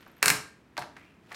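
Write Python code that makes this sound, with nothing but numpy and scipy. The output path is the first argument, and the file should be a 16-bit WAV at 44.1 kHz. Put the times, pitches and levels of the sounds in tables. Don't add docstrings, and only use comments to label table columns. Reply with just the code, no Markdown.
import sys
import numpy as np
from scipy import signal
from scipy.fft import rfft, irfft
from scipy.io import wavfile
from scipy.ndimage import uniform_filter1d

SR = 44100
rng = np.random.default_rng(int(sys.argv[2]) if len(sys.argv) > 2 else 0)


def to_wav(s):
    ch = np.atleast_2d(s).T
    pcm = np.round(np.clip(ch, -1, 1) * 32767)
    wavfile.write(sys.argv[1], SR, pcm.astype(np.int16))


N = 59535

# f/Hz, level/dB
AIR_SPECTRUM = [(25, -28), (60, 0), (130, -0.5), (300, 1.5), (600, -11.5), (2000, -15.5), (4000, -27.5),
                (8000, -34.5), (16000, -42.5)]
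# f/Hz, level/dB, t60/s
REVERB_BANDS = [(100, 0, .5), (300, 1, .48), (790, 0.5, .38), (1800, -7, 0.39), (4000, -5, 0.37),
                (8000, -6, 0.34), (12000, -4.5, .27), (16200, -10, .16)]
# delay/s, level/dB
REFLECTIONS = [(.0052, -14), (.0130, -15)]
# t/s, level/dB
RUB_ENVELOPE = [(0, -58.5), (0.068, -61.5), (.15, -66), (.21, -64), (.7, -82.5), (.9, -73), (0.999, -62.5),
                (1.1, -68.5), (1.2, -78), (1.3, -58), (1.35, -53.5)]
# f/Hz, level/dB
RUB_SPECTRUM = [(40, -20.5), (200, -7), (800, -5.5), (1600, -0.5), (2600, -2.5), (3600, -8.5), (7000, -19),
                (16000, -27.5)]
# t/s, level/dB, f/Hz
SCRAPE_TRACK = [(0.969, -70, 2000), (1.0, -60.5, 2200), (1.06, -63.5, 2480), (1.13, -70, 2560),
                (1.2, -77, 2400)]
# t/s, level/dB
SQUEAK_EVENTS = [(0.012, -60.5), (0.076, -61.5), (0.114, -64), (0.163, -63), (0.178, -61)]
# t/s, level/dB
THUD_EVENTS = [(0.227, -42.5), (0.261, -34), (0.283, -34), (0.306, -34.5), (0.345, -39), (0.385, -44.5),
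               (0.433, -58), (0.785, -46.5), (0.813, -48.5)]
# f/Hz, level/dB, t60/s
FLOOR_MODES = [(54, -18, .22), (86, -14, .15), (132.1, 1, 0.13), (148, -3.5, 0.11), (183.4, -0.5, .18),
               (247.7, -0.5, 0.073), (295.2, -4.5, 0.39)]
# t/s, level/dB, contact/s, tilt/(dB/oct), accent/Hz
KNOCK_EVENTS = [(0.0632, -48.5, 0.0051, -6.5, 1410), (0.2213, -41.5, .004, -4.5, 1840),
                (0.7678, -35, .0025, -1.5, 2390), (0.777, -29.5, 0.0032, .3, 4400),
                (0.7916, -47.5, 0.0059, 6, 9940), (0.8162, -37.5, 0.005, -4, 613),
                (0.8212, -36.5, 0.0031, -0.5, 1670), (0.9656, -44, 0.0058, -1.5, 1930),
                (1.3120, -48.5, 0.008, -4, 1108), (1.317, -37.5, 0.0048, -2.5, 2000),
                (1.326, -47, .004, 1, 11000), (1.3445, -40, 0.008, 1, 4100)]
# f/Hz, level/dB
KNOCK_SPECTRUM = [(45, -35.5), (180, -19.5), (500, -11.5), (1050, 0), (2100, -3), (3100, -9), (4400, -11),
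                  (8000, -17), (16000, -30)]
# t/s, level/dB
CLACK_EVENTS = [(0.7810, -25.5), (0.8135, -50), (1.32, -53.5)]
# f/Hz, level/dB, t60/s
HOOD_MODES = [(317, -8.5, 0.038), (592, -8.5, 0.066), (733.4, -9.5, 0.15), (867, -4.5, 0.045),
              (945, 1.5, 0.041), (1071, -7, 0.043), (1596, -1, 0.038)]
# f/Hz, level/dB, t60/s
HOUSING_MODES = [(430, -9, 0.26), (1090, -4.5, .06), (1400, -6.5, .07), (1464, -3, 0.09), (1600, -2.5, 0.3),
                 (1657, -0.5, 0.077), (1811, 2, .09), (2065, -4.5, .12), (2103, -6, .12),
                 (2263, 2.5, 0.068), (2602, -0.5, 0.096), (4200, -10, 0.099), (4680, -12.5, 0.087),
                 (5380, -7, 0.05)]
# t/s, level/dB, contact/s, tilt/(dB/oct), accent/Hz
SNAP_EVENTS = [(0.2268, -12.5, .0032, -0.8, 1850), (0.2575, -14.5, 0.0023, 0.7, 8900),
               (0.2803, -11.5, 0.0032, -0.1, 5400), (0.3011, -11.5, 0.0017, 0.27, 2160)]
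# f/Hz, level/dB
SNAP_SPECTRUM = [(40, -37), (150, -29.5), (450, -11.5), (750, -11), (1400, -1.5), (2700, -5.5), (3100, -9),
                 (3500, -13), (4200, -4.5), (6200, -11), (8500, -6.5), (11500, -15), (16000, -20)]
# f/Hz, width/Hz, level/dB
PEDAL_RESONANCES = [(2194, 117, -6.5), (2600, 180, -2), (5490, 80, -1.5), (6770, 180, -4.5),
                    (9200, 190, -17), (12500, 460, 0.5), (14300, 260, 4.5)]


def undb(db):
    return 10 ** (np.asarray(db) / 20)


def unit_rms(x):
    return x / np.sqrt(np.mean(x ** 2))


def since(start_s):
    return np.maximum(np.arange(N) / SR - start_s, 0)


def jitter(samples):
    return unit_rms(uniform_filter1d(rng.standard_normal(N), size=samples))


def colour(x, spectrum, tilt_db_oct=0):
    hz, db = np.array(spectrum).T
    octave = np.log2(np.maximum(np.arange(N + 1) * SR / (2 * N), 1))
    tilt_db = tilt_db_oct * np.maximum(octave - np.log2(hz[0]), 0)
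    gain = unit_rms(undb(np.interp(octave, np.log2(hz), db) + tilt_db))
    cepstrum = irfft(np.log(gain))[:N]
    cepstrum[0] /= 2
    return irfft(rfft(x, 2 * N) * np.exp(rfft(2 * cepstrum, 2 * N)))[:N]


def bandpass(x, hz, q):
    return signal.lfilter(*signal.iirpeak(hz, q, fs=SR), x)


def ring(start_s, modes, rise_s, detune=0.0021):
    t, out = since(start_s), 0
    for hz, db, t60_s in modes:
        cycles = hz * (1 + detune * rng.standard_normal()) * t + rng.random()
        out += undb(db) * np.sin(2 * np.pi * cycles) * np.exp(-np.log(1000) * t / t60_s)
    return out * (1 - np.exp(-t / rise_s))


def contact(start_s, contact_s, rise_s=0.00063, sag_s=0.0075, fall_s=0.0022):
    t, t_after = since(start_s), since(start_s + contact_s)
    attack = np.minimum(t / rise_s, 1)
    envelope = attack * np.exp(-t / sag_s - t_after / fall_s)
    chatter = rng.standard_normal(N)
    for _ in range(2):
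        phase = np.angle(rfft(envelope * np.sign(chatter)))
        chatter = irfft(np.exp(1j * phase), N)
    return chatter * attack * np.exp(-t_after / sag_s) * np.linalg.norm(envelope)


def impacts(events, spectrum, accent_db, accent_q=3.2):
    out = 0
    for start_s, db, contact_s, tilt_db_oct, accent_hz in events:
        burst = colour(contact(start_s, contact_s), spectrum, tilt_db_oct)
        out += undb(db) * (burst + undb(accent_db) * bandpass(burst, accent_hz, accent_q))
    return out


def air(level_db=-59):
    return undb(level_db) * unit_rms(colour(rng.standard_normal(N), AIR_SPECTRUM))


def room(x, delay_s=0.0043, build_s=0.0013):
    t, response = since(delay_s), np.zeros(N)
    octave = np.log2(np.maximum(np.arange(N // 2 + 1) * SR / N, 1))
    noise = rfft(rng.standard_normal(N))
    centres = np.log2([hz for hz, *_ in REVERB_BANDS])
    for weights, (_, db, t60_s) in zip(np.eye(len(REVERB_BANDS)), REVERB_BANDS):
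        band = irfft(noise * np.interp(octave, centres, weights), N)
        envelope = (1 - np.exp(-t / build_s)) * np.exp(-np.log(1000) * t / t60_s)
        response += undb(db) * band * envelope / np.linalg.norm(envelope)
    for lag_s, db in REFLECTIONS:
        response[int(lag_s * SR)] += undb(db)
    return signal.fftconvolve(x, response)[:N]


def rubbing(grain_db=3):
    times_s, db = np.array(RUB_ENVELOPE).T
    friction = undb(grain_db * jitter(150)) * rng.standard_normal(N)
    return undb(np.interp(since(0), times_s, db)) * unit_rms(colour(friction, RUB_SPECTRUM))


def scrape(width_hz=530):
    times_s, db, hz = np.array(SCRAPE_TRACK).T
    lowpass = signal.butter(2, width_hz / 2, fs=SR)
    grain = signal.lfilter(*lowpass, rng.standard_normal(N) + 1j * rng.standard_normal(N))
    cycles = np.cumsum(np.interp(since(0), times_s, hz)) / SR
    envelope = np.interp(since(0), times_s, undb(db), left=0, right=0)
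    return envelope * unit_rms(np.real(grain * np.exp(2j * np.pi * cycles)))


def squeaks(start_hz=12600, fall_hz_per_s=79000, wobble_hz=350, peak_s=0.0028):
    out = 0
    for start_s, db in SQUEAK_EVENTS:
        t = since(start_s)
        hz = start_hz - fall_hz_per_s * t + wobble_hz * jitter(30)
        envelope = t / peak_s * np.exp(1 - t / peak_s)
        out += undb(db) * envelope * np.sin(2 * np.pi * np.cumsum(hz) / SR)
    return out


def thuds():
    return sum(undb(db) * ring(s, FLOOR_MODES, rise_s=0.0024, detune=0.025) for s, db in THUD_EVENTS)


def knocks():
    return impacts(KNOCK_EVENTS, KNOCK_SPECTRUM, accent_db=4)


def hood():
    return sum(undb(db) * ring(s, HOOD_MODES, rise_s=0.00095) for s, db in CLACK_EVENTS)


def housing(snap_db=-28.5, knock_coupling_db=-16):
    blows = [(s, snap_db) for s, *_ in SNAP_EVENTS]
    blows += [(s, db + knock_coupling_db) for s, db, *_ in KNOCK_EVENTS]
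    return sum(undb(db) * ring(s, HOUSING_MODES, rise_s=0.0015) for s, db in blows)


def pedal():
    cracks = impacts(SNAP_EVENTS, SNAP_SPECTRUM, accent_db=-3)
    return cracks + sum(undb(db) * bandpass(cracks, hz, hz / width_hz)
                        for hz, width_hz, db in PEDAL_RESONANCES)


def scene(shell_send_db=-4.5):
    clicks = pedal() + knocks()
    shell = housing() + hood()
    foot = rubbing() + scrape() + squeaks()
    background = air()
    reverb = room(clicks + undb(shell_send_db) * shell)
    return (background + reverb + foot + thuds() + shell + clicks)[None]


def record(dry, ceiling=0.9, cutoff_hz=15900):
    lowpass = signal.ellip(8, 0.2, 70, cutoff_hz, fs=SR, output="sos")
    return signal.sosfilt(lowpass, ceiling * np.tanh(dry / ceiling))


dry = scene()
out = record(dry)
to_wav(out)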